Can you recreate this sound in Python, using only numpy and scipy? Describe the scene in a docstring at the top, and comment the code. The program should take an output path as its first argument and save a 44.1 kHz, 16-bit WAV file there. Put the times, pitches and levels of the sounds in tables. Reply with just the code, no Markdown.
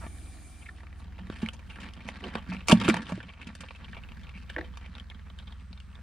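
"""Crab dropped into a cooler

A live crab is carried to a plastic cooler on a river bank and dropped onto the others.
Short bursts of noise ring like shells and plastic; fading low tones make the hollow walls boom.
One effort curve drives the scrabbling, light taps and soft nudges, and sinks as the crabs settle.
Behind them, shaped noise makes insects, open air and light wind; low tones make a far engine's hum."""
import sys
import numpy as np
from scipy import signal
from scipy.fft import rfft, irfft
from scipy.io import wavfile
from scipy.ndimage import uniform_filter1d

SR = 44100
rng = np.random.default_rng(int(sys.argv[2]) if len(sys.argv) > 2 else 0)


def generate_wav(sig):
    """Save sig (samples, or channels by samples) to the path in sys.argv[1] as 16-bit PCM at SR."""
    pcm = np.round(np.clip(np.atleast_2d(sig).T, -1, 1) * 32767).astype(np.int16)
    wavfile.write(sys.argv[1], SR, pcm)


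N = 265482
TIME = np.arange(N) / SR

# blows on the cooler: [t/s, boom peak level/dB, favoured f/Hz,
# hard knock level/dB against the peak before a 2 dB cut, ring time as a factor on the walls' own]
THUMPS = [(.038, -37, 290, -2, 0.058), (0.065, -34, 225, -12, 0.17), (1.195, -37, 180, -27, 2.9),
          (1.3, -23.5, 265, -22, 0.26), (1.4299, -20, 225, -34, 0.78), (2.052, -37.5, 209, -14, 1.1),
          (2.353, -26.5, 249, -30, 0.77), (2.487, -30, 173, -42, 1.6), (2.515, -35, 174, -34, 1.7),
          (2.693, -19.5, 256, -1, 1.9), (2.7262, -3, 212, -3.5, 0.79), (2.806, -34, 245, -9, 0.34),
          (2.8859, -7.5, 267, -40, 0.97), (2.9414, -28, 234, -9, 1.1), (3.12, -25, 164, -1, 0.86),
          (3.176, -33.5, 290, -4, .73), (3.469, -38.5, 231, -20, 1), (4.565, -33, 450, 1, 1.4),
          (4.584, -32, 420, 4.5, 2.3), (5.012, -44, 191, -28, 0.74)]
# louder shell clicks: [t/s, shell level/dB, shell f/Hz, plastic clack level/dB and
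# bright snap level/dB, both against the shell before a 1 dB cut, decay/s]
CLICKS = [(.064, -53, 1490, 6.5, -21, .005), (.832, -55.5, 1790, 5, -20, 0.0036),
          (1.188, -53.5, 2800, 5.5, -24, 0.0046), (1.3, -44, 1480, -13, -20, 0.0012),
          (1.417, -41.5, 1610, 0, -13, 0.015), (1.461, -38.5, 2220, -23, -20, 0.0015),
          (1.4872, -35.5, 2930, -8.5, -20, 0.0012), (1.533, -53.5, 1570, 2.5, 1, 0.009),
          (1.6973, -44.5, 2750, -6.5, -17, 0.016), (1.801, -46.5, 2780, -1.5, -9, 0.015),
          (1.936, -53, 2970, -14, -6, .002), (2.076, -46, 2260, 1.5, -8, 0.017),
          (2.0878, -37, 1940, -1.5, -15.5, 0.0012), (2.2394, -39.5, 2930, -3, -23, 0.0043),
          (2.353, -31.5, 1720, 3, -19.5, 0.0024), (2.381, -47.5, 2680, 3.5, -17, 0.0077),
          (2.514, -40, 2330, 1, -41, 0.026), (2.6715, -44, 3540, -3, 2, .018),
          (2.6837, -26, 2360, -2, -1.5, 0.0039), (2.6954, -24.5, 1340, -9, -5.5, 0.0047),
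          (2.7057, -28, 2220, 1, -20, .0025), (2.7118, -20.5, 1580, 2.5, -7.5, 0.01),
          (2.719, -20, 2860, -3, -15, 0.0027), (2.723, -26, 2920, -2.5, -5, 0.003),
          (2.8, -40.5, 3120, -10, -7, 0.0026), (2.813, -31.5, 1410, 0, -16.5, 0.0049),
          (2.843, -30, 1360, -4.5, -15, 0.019), (2.8796, -28.5, 1380, 3.5, -14, 0.0056),
          (2.8864, -29.5, 2630, 1, -3, 0.0083), (2.898, -22.5, 1980, -4, -17, 0.003),
          (2.9417, -31.5, 1740, 2.5, -11, 0.002), (2.966, -35, 1850, 0, -13, 0.0056),
          (3.091, -43.5, 1470, 6, -8, .014), (3.121, -45.5, 1620, 7, -10, 0.0047),
          (3.203, -40.5, 1630, -4, -33, 0.0046), (3.414, -45.5, 2470, -19, -19, 0.0075),
          (3.47, -45.5, 2600, -25, -9, 0.0069), (3.5512, -48.5, 1540, -3, -3, 0.0037),
          (3.606, -44.5, 1450, -3, -4, 0.007), (3.634, -48.5, 1490, 5.5, -27, 0.01),
          (3.685, -48, 2550, -12, -21, .004), (3.7073, -47, 2070, 1.5, -22, 0.0018),
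          (3.8438, -47, 2940, -8, -24, 0.0051), (3.9315, -44.5, 1700, -21, -31, 0.0021),
          (3.966, -45, 2300, 0, -28, 0.013), (4.035, -49.5, 2670, -20, -27, 0.0021),
          (4.2323, -53.5, 3070, -10, -13, 0.009), (4.4935, -44.5, 2870, -20, -21, 0.013),
          (4.499, -41, 1560, -5.5, -15, 0.0033), (4.5635, -32, 1670, -6, -38, 0.00059),
          (4.581, -42, 1700, -4, -44, 0.0039), (4.611, -41, 1720, -19, -38, 0.0014),
          (4.7715, -46.5, 1440, -0.5, -9, 0.0044), (4.9979, -47, 3140, -19, -16, 0.0021),
          (5.1, -48.5, 3100, -9, -16.5, 0.0021), (5.195, -55.5, 1810, -3.5, -32, 0.0022),
          (5.3874, -47.5, 3070, -16, -15, .0025), (5.479, -56.5, 3280, -6, -25, 0.0019),
          (5.8012, -52, 2830, -17, -11.5, 0.0016)]
# short rough scrapes: handling at the start, a low ring at 4.567 s, otherwise claws skidding
# on plastic and shell: [t/s, length/s, squeak level/dB, squeak f/Hz,
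# plastic clack level/dB against the squeak]
SCRAPES = [(.005, 0.057, -69, 1370, 18.5), (0.618, 0.017, -56.5, 2500, -11), (.656, .016, -50, 2250, -24),
           (0.685, 0.012, -44, 1770, -16), (1.722, 0.048, -59, 2610, -18), (1.833, .012, -52, 2840, -18),
           (2.222, 0.064, -45.5, 463, -25), (2.358, 0.028, -51.5, 1620, 7), (3.282, .028, -52.5, 2410, -5),
           (4.335, 0.047, -55, 2360, -14), (4.567, 0.085, -51.5, 494, -24), (4.581, 0.013, -36, 1690, -3),
           (4.838, 0.033, -56.5, 2200, -19), (5.109, 0.013, -51.5, 2060, -5.5)]
# how hard the crabs scrabble: [t/s, effort level/dB]
EFFORT = [(0, -4.5), (.55, -9), (.85, -4.5), (1.12, -9), (1.42, 7.5), (1.6, -5.5), (1.8, 6), (1.94, -0.5),
          (2.08, 6.5), (2.28, 6.5), (2.43, 1.5), (2.52, 11), (2.65, 0.5), (2.83, 21.5), (3.0, 10),
          (3.19, 6.5), (3.34, -6), (3.43, 4.5), (3.8, -1.5), (4.35, 0), (4.47, -5.5), (4.98, 2),
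          (5.09, -10), (5.4, -3), (5.88, -9), (6.02, -5)]
# cooler walls: [f/Hz, relative level/dB, time to fade by 60 dB/s at ring factor 1]
WALLS = [(114.7, 1.5, 0.53), (185.2, 5, 0.15), (221.2, 4, 0.15), (246.7, 1.5, 0.064), (300, -5.5, .07),
         (320, 16, 0.036), (395.5, -15.5, 0.1), (500, -6, 0.12)]
# resonances of the plastic liner: [f/Hz, width/Hz, relative level/dB]
LINER = [(598, 150, 9), (828.6, 20, 13.5), (926, 70, 7), (1113, 284, 10.5), (1423, 130, 8.5)]
# resonances of the shells: [f/Hz, width/Hz, relative level/dB]
SHELLS = [(1496, 210, -1), (2295, 290, -1), (2800, 390, -4), (3580, 500, -7)]
# treble of a snapping shell edge: [f/Hz, relative level/dB]
SNAP_SPECTRUM = [(2500, -38), (4500, 3.5), (7000, 4), (9500, 0.5), (11500, -14.5), (15500, -24)]
# scratching on shell: [f/Hz, relative level/dB]
SCRATCH_SPECTRUM = [(1000, -4.5), (1600, 6), (2900, 2), (3800, -1.5), (6000, -8.5)]
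# gritty rasp of slipping legs: [f/Hz, relative level/dB]
GRIT_SPECTRUM = [(2500, 15.5), (4400, 27), (5200, 23.5), (6300, 14.5), (9300, 17.5), (11500, -16),
                 (15500, -50)]

# light leg taps between the louder clicks; levels at 0 dB effort, clack and snap as in CLICKS
TAPS_PER_S, TAP_DB, TAP_SPREAD_DB = 11, -51.5, 1.5
TAP_FOLLOW = 0.57  # dB louder per dB of effort
TAP_CLACK_DB, TAP_SNAP_DB, TAP_DECAY_S, TAP_SCATTER_OCTAVES = -5.5, -18.5, 0.0033, .16
# the taps grow thinner as the crabs settle: [t/s, typical f/Hz]
TAP_PITCH = [(.7, 1900), (3.5, 2450), (5.6, 3550)]
# soft nudges of shifting bodies against the walls; level at 0 dB effort, knock as in THUMPS
NUDGES_PER_S, NUDGES_FROM_S, NUDGE_DB, NUDGE_SPREAD_DB = 6, 1.0, -44, 3
NUDGE_FOLLOW = 0.38  # dB louder per dB of effort
NUDGE_HZ, NUDGE_SCATTER_OCTAVES, NUDGE_KNOCK_DB, NUDGE_RING = 189.5, .1, -23, 0.97
# a brief contact rings at the shell's own pitch; a long chatter smears it, unless the touch is dull
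CLEAN_SHARE, SMEAR_S, DULL_SNAP_DB, HARD_SNAP_DB = 0.88, 0.01, -41, -25
SLIPS_PER_S = 380  # average rate within a scrape

# near insect's hiss: [t/s, level/dB]
INSECT_LEVEL = [(0, -56.5), (.6, -59), (.7, -66), (.93, -83), (1.0, -64), (1.1, -101), (1.42, -66.5),
                (1.6, -87), (1.7, -69), (2.1, -100)]
# colour of that hiss: [f/Hz, relative level/dB]
HISS_SPECTRUM = [(1000, -36), (2250, -5), (2360, 6.5), (2480, -12.5), (4800, -9), (5700, -12.5),
                 (6450, -7.5), (7300, -7.5), (8700, -1.5), (9600, 0), (10400, -11), (14500, -27.5)]
# far insect's trill: [t/s, level/dB]
TRILL_LEVEL = [(0, -100), (3.0, -90), (3.4, -88), (3.8, -81), (4.1, -97), (4.8, -103), (5.4, -83),
               (6.0, -81)]
# far engine's hum, before its swells and slow rise and fall: [f/Hz, rms level/dB]
ENGINE = [(41.3, -56.5), (63.1, -47.5), (82.4, -50.5), (124, -63), (206, -65.5)]
# open air: [f/Hz, relative level/dB]
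AIR_SPECTRUM = [(175, 4.5), (260, -13), (420, -24), (650, -18), (1200, 1), (3000, -12.5), (6000, -17.5),
                (9500, -23.5), (12000, -42), (16000, -45)]
# low rush of the open river bank: [f/Hz, relative level/dB]
RUSH_SPECTRUM = [(120, -13.5), (220, -4.5), (310, 0), (420, -13), (570, -19.5), (740, -4.5), (950, -24),
                 (2000, -51)]
# the rush fades as the microphone leans into the cooler: [t/s, level/dB]
OPENNESS = [(0, -59.5), (.65, -61.5), (1.1, -65), (3, -76.5), (6, -87)]
# wind rumble: [f/Hz, relative level/dB]
WIND_SPECTRUM = [(15, -33), (30, 2), (55, 0), (100, -3), (180, -3.5), (260, -22.5), (450, -23), (1000, -49)]
# slow rise and fall of the rumble and hum: [t/s, relative level/dB]
RUMBLE_LEVEL = [(0, 4.5), (.5, -3), (1.1, 2.5), (2.0, -2), (2.7, 1), (3.1, -7), (3.7, -3), (4.4, 1),
                (5.3, 0.5), (6.0, 0)]
# side against middle of the two microphone ports: [f/Hz, level/dB]
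WIDTH = [(30, -9), (70, -15), (200, -25), (380, -21), (700, -13), (1300, -7), (2400, -10), (4400, -7),
         (8000, 2), (15000, 3)]
# left port against right port: [f/Hz, level/dB]
LEAN = [(60, -.9), (280, -1.5), (600, -4.8), (1200, -1), (3000, .5), (9000, .8)]
CUT_HZ = 15800


def amp(db):
    """Turns decibels into gain."""
    return 10 ** (np.asarray(db) / 20)


def unit(x):
    """Scales each channel to rms 1."""
    return x / np.sqrt(np.mean(x ** 2, -1, keepdims=True) + 1e-20)


def spectrum(points):
    """Draws gain against frequency through (Hz, dB) points."""
    hz, db = np.transpose(points)
    return lambda f: amp(np.interp(np.log(f + 1), np.log(hz), db))


def resonances(modes):
    """Gives gain against frequency of (Hz, width, dB) resonances, with steep skirts far from them."""
    def gain(f):
        power = 0
        for hz, width, db in modes:
            peak = amp(2 * db) / (1 + (2 * (f - hz) / width) ** 2)
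            power = power + peak / (1 + np.log2((f + 1) / hz) ** 4)
        return np.sqrt(power)
    return gain


def note_at(hz, width):
    """Gives a single resonance taken twice, for a clear pitch."""
    return lambda f: resonances([(hz, width, 0)])(f) ** 2


def colour(x, gain):
    """Filters with the given gain against frequency, without sounding ahead of the input."""
    size = 2048
    g = gain(abs(np.fft.fftfreq(size, 1 / SR)))
    log_gain = np.log(np.maximum(g, g.max() * 1e-4))
    response = np.fft.ifft(np.exp(np.conj(signal.hilbert(log_gain)))).real[:size // 2]
    return signal.fftconvolve(x, response[None], axes=1)[:, :x.shape[1]]


def noise(points):
    """Makes steady middle and side noise of the given spectrum, at rms 1."""
    white = rfft(rng.standard_normal((2, N)))
    return unit(irfft(white * spectrum(points)(np.fft.rfftfreq(N, 1 / SR)), N))


def drift(rate):
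    """Wanders at random through new values, rate of them a second, at rms 1."""
    knots = rng.standard_normal(512)
    return unit(np.interp(TIME * rate, np.arange(len(knots)), knots))


def level(table):
    """Turns an (s, dB) curve into gain over time."""
    return amp(np.interp(TIME, *np.transpose(table)))


def add(mix, s, sound):
    """Adds a sound to the mix at a time in seconds."""
    part = mix[:, max(0, round(s * SR)):][:, :sound.shape[1]]
    part += sound[:, :part.shape[1]]


def thumps(rows, knock_trim_db=-2, focus_octaves=0.23, rise_s=0.0046, knock_hz=600, knock_t60=.035):
    """A crab's weight sets the hollow walls booming; a hard landing also knocks the liner."""
    out, t = np.zeros((2, N)), np.arange(SR // 2) / SR
    for s, db, favoured_hz, knock_db, ring in rows:
        boom = np.zeros(len(t))
        for hz, wall_db, t60 in WALLS:
            focus = 1 + (np.log2(hz / favoured_hz) / focus_octaves) ** 2
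            boom += amp(wall_db - 60 * t / (t60 * ring)) * np.sin(2 * np.pi * hz * t) / focus
        boom *= (1 - np.exp(-2 * t / (rise_s * ring))) ** 2  # the wide wall takes a moment to swing
        knock = np.sin(2 * np.pi * knock_hz * rng.uniform(1.0, 1.03) * t)
        knock *= amp(knock_db + knock_trim_db - 60 * t / knock_t60)
        knock *= np.minimum(t * knock_hz, 1)  # soft start
        add(out, s, amp(db) * np.tile(boom / abs(boom).max() + knock, (2, 1)))
    return out


def clicks(rows, trim_db=-1, note_width_hz=700, mottle_db=4, rise_share=.2, tick=2.6):
    """A contact chatters for a few ms: the shell rings, the liner clacks and the edge spits treble."""
    out, t = np.zeros((2, N)), np.arange(2048) / SR
    to_10_ms = np.sqrt(.01 / t[-1])  # levels are stated as if spread over 10 ms
    for s, db, hz, clack_db, snap_db, decay in rows:
        force = rng.standard_normal((2, len(t))) * np.exp(-t / max(decay, 1 / SR))
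        force *= np.minimum(t / (rise_share * decay), 1)
        force[:, 20] += tick  # one sharp touch near the start

        hardness = np.interp(snap_db, [DULL_SNAP_DB, HARD_SNAP_DB], [0, 1])
        clean = CLEAN_SHARE * np.exp(-decay / SMEAR_S)
        ring = np.clip(1 - hardness * (1 - clean), 0, 1)
        note = unit(colour(force, note_at(hz, note_width_hz)))
        smear = unit(colour(force, lambda f: resonances(SHELLS)(f) * spectrum(SCRATCH_SPECTRUM)(f)))
        shell = unit(np.sqrt(ring) * note + np.sqrt(1 - ring) * smear)

        stiffness = rng.uniform(0.96, 1.04)  # the liner's pitch varies from spot to spot
        plastic = unit(colour(force, lambda f: resonances(LINER)(f / stiffness)))

        # every spot of a shell has its own peaks and dips in the treble
        mottle = mottle_db * np.tanh(rng.standard_normal(28))
        spot = spectrum(np.c_[np.geomspace(2000, 16000, num=28), mottle])
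        edge = unit(colour(force, lambda f: spectrum(SNAP_SPECTRUM)(f) * spot(f)))

        sound = shell + amp(clack_db + trim_db) * plastic + amp(snap_db + trim_db) * edge
        add(out, s, to_10_ms * amp(db) * sound)
    return out


def scrapes(jitter=.14, squeak_width_hz=750, shell_db=-11, rub=0.039):
    """Each short rough scrape is a quick uneven train of slips with a little rubbing noise."""
    out, t = np.zeros((2, N)), np.arange(4096) / SR
    for s, length, db, hz, clack_db in SCRAPES:
        slips = np.cumsum(abs(1 + jitter * rng.standard_normal(64))) / SLIPS_PER_S
        pulses = np.histogram(slips - slips[0], len(t), (0, t[-1]))[0]
        force = pulses + rub * rng.standard_normal((2, len(t)))
        force *= np.sqrt(abs(np.sin(np.pi * np.minimum(t / length, 1))))  # swells and fades
        sound = unit(colour(force, note_at(hz, squeak_width_hz)))
        sound += amp(shell_db) * unit(colour(force, resonances(SHELLS)))
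        sound += amp(clack_db) * unit(colour(force, resonances(LINER)))
        add(out, s, amp(db) * np.sqrt(length / t[-1]) * sound)
    return out


def grains(rate, spread_db):
    """Scatters tiny contacts of uneven size at random, as middle and side."""
    size = amp(spread_db * np.minimum(rng.exponential(1, N), 3)) * (rng.random(N) < rate / SR)
    return size * rng.choice([-1, 1], (2, N))


def crawling(spread_db=3.0, tip_width_hz=380, drag_follow=1.35):
    """Legs scratch shells, liner and walls in short bouts of their own; all grow with effort."""
    shell_db, push_db, grit_db, drag_db = -59.0, -61.0, -70.5, -58  # before effort
    contacts_per_s, bout_db, flurry_db = 160, 6, 2
    # the legs also kick together, in short flurries
    effort = level(EFFORT) * amp(flurry_db * np.clip(drift(rate=26), -2, 1.5))
    tips = []
    for _ in range(9):
        bouts = amp(bout_db * np.minimum(drift(rate=42), 2))
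        tips.append(grains(contacts_per_s, spread_db) * bouts)

    pitches = np.geomspace(1400, 4000, len(tips))  # shells of different sizes
    shell = sum(colour(tip, resonances([(hz, tip_width_hz, 0)])) for tip, hz in zip(tips, pitches))
    scratch = unit(colour(shell, spectrum(SCRATCH_SPECTRUM)))
    push = unit(colour(sum(tips[::2]), resonances(LINER)))
    # each slip rasps for about 3 ms
    rasp = rng.standard_normal((2, N)) * uniform_filter1d(abs(sum(tips[1::2])), size=130)
    grit = unit(colour(rasp, spectrum(GRIT_SPECTRUM)))
    # a soft drag stirs only the low wall tones
    walls = resonances([(hz, 5 / t60, db) for hz, db, t60 in WALLS[:3]])
    drag = unit(colour(sum(tips), walls))
    scrabble = amp(shell_db) * scratch + amp(push_db) * push + amp(grit_db) * grit
    return effort * scrabble + effort ** drag_follow * amp(drag_db) * drag


def taps():
    """Legs tap lightly at loosely spaced random moments; gives rows like those of CLICKS."""
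    when, typical_hz = np.transpose(TAP_PITCH)
    chance = rng.standard_normal((160, 5))
    times = when[0] + (np.arange(len(chance)) + 2 * rng.random(len(chance))) / TAPS_PER_S
    efforts = np.interp(times, *np.transpose(EFFORT))
    rows = []
    for s, effort, (size, pitch, clack, snap, decay) in zip(times, efforts, chance):
        if s < TIME[-1]:
            rows.append((s,
                         TAP_DB + TAP_FOLLOW * effort + TAP_SPREAD_DB * size,
                         np.interp(s, when, typical_hz) * 2 ** (TAP_SCATTER_OCTAVES * pitch),
                         TAP_CLACK_DB + TAP_SPREAD_DB * clack,
                         TAP_SNAP_DB + 2 * TAP_SPREAD_DB * snap,
                         TAP_DECAY_S * 2 ** (decay / 2)))
    return rows


def nudges():
    """Bodies bump the walls at loosely spaced random moments; gives rows like those of THUMPS."""
    chance = rng.standard_normal((100, 2))
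    times = NUDGES_FROM_S + (np.arange(len(chance)) + rng.random(len(chance))) / NUDGES_PER_S
    efforts = np.interp(times, *np.transpose(EFFORT))
    rows = []
    for s, effort, (size, pitch) in zip(times, efforts, chance):
        if s < TIME[-1]:
            db = NUDGE_DB + NUDGE_FOLLOW * effort + NUDGE_SPREAD_DB * size
            hz = NUDGE_HZ * 2 ** (NUDGE_SCATTER_OCTAVES * pitch)
            rows.append((s, db, hz, NUDGE_KNOCK_DB, NUDGE_RING))
    return rows


def cooler(x, wet_db=-8, t60=0.073, first_s=0.0013, bounces_per_s=2500):
    """Sound bounces briefly between the close walls."""
    t = np.arange(SR // 6) / SR
    bounces = rng.standard_normal((2, len(t))) * (rng.random((2, len(t))) < bounces_per_s / SR)
    bounces *= (t > first_s) * amp(-60 * t / t60)
    echo = signal.fftconvolve(x, unit(bounces) / np.sqrt(len(t)), axes=1)[:, :N]
    return x + amp(wet_db) * echo


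def insects(shimmer_db=2, trill_hz=8400, trill_width_hz=130):
    """One insect hisses in the weeds and dies away in spurts; a thin far trill comes later."""
    z = signal.stft(noise(HISS_SPECTRUM), nperseg=512)[2]
    # random patches over pitch and time make the hiss shimmer
    patches = uniform_filter1d(rng.standard_normal(z.shape[1:]), size=6, axis=0)
    patches = uniform_filter1d(patches, size=9, axis=1)
    hiss = signal.istft(z * amp(shimmer_db * patches / patches.std()))[1][:, :N]
    trill = unit(colour(rng.standard_normal((2, N)), note_at(trill_hz, trill_width_hz)))
    return level(INSECT_LEVEL) * hiss + level(TRILL_LEVEL) * trill


def outdoors(air_db=-64, waver_rad=0.33, swell_db=0.96, hum_follow=0.91):
    """A far engine's wavering low tones rise and fall with the rumble, amid open air and rush."""
    hum = np.zeros(N)
    for hz, db in ENGINE:
        swell = amp(db + swell_db * drift(rate=2.52))
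        turns = hz * TIME + rng.random()
        hum += swell * np.sqrt(2) * np.sin(2 * np.pi * turns + waver_rad * drift(rate=3.145))
    engine = np.array([hum * level(RUMBLE_LEVEL) ** hum_follow, np.zeros(N)])  # middle only
    return engine + amp(air_db) * noise(AIR_SPECTRUM) + level(OPENNESS) * noise(RUSH_SPECTRUM)


def wind(eddy_db=-56.5, gust_db=2):
    """Light wind rumbles unsteadily at the microphone, partly different at each port."""
    gusts = amp(eddy_db + gust_db * drift(rate=3.68)) * level(RUMBLE_LEVEL)
    middle, side = noise(WIND_SPECTRUM) * gusts
    return np.array([middle + side, middle - side])


def ports(x):
    """Two close microphone ports hear bass nearly alike and treble more differently."""
    f = np.fft.rfftfreq(N, 1 / SR)
    width, lean = spectrum(WIDTH)(f), np.sqrt(spectrum(LEAN)(f))
    middle, side = rfft(x) / np.sqrt(1 + width ** 2)
    side = 1j * side * width  # the difference between close ports is a quarter turn out of phase
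    return irfft(np.array([(middle + side) * lean, (middle - side) / lean]), N)


def scene():
    """Crabs in the cooler, and the river bank around them."""
    shells = clicks(CLICKS + taps()) + scrapes() + crawling()
    blows = thumps(THUMPS + nudges())
    bank = insects() + outdoors()
    return ports(cooler(shells) + blows + bank) + wind()


def record(dry):
    """A steep filter takes away the treble above CUT_HZ."""
    lowpass = signal.firwin(511, CUT_HZ, window=("kaiser", 9), fs=SR)
    return signal.oaconvolve(dry, lowpass[None], "same")


dry = scene()
out = record(dry)
generate_wav(out)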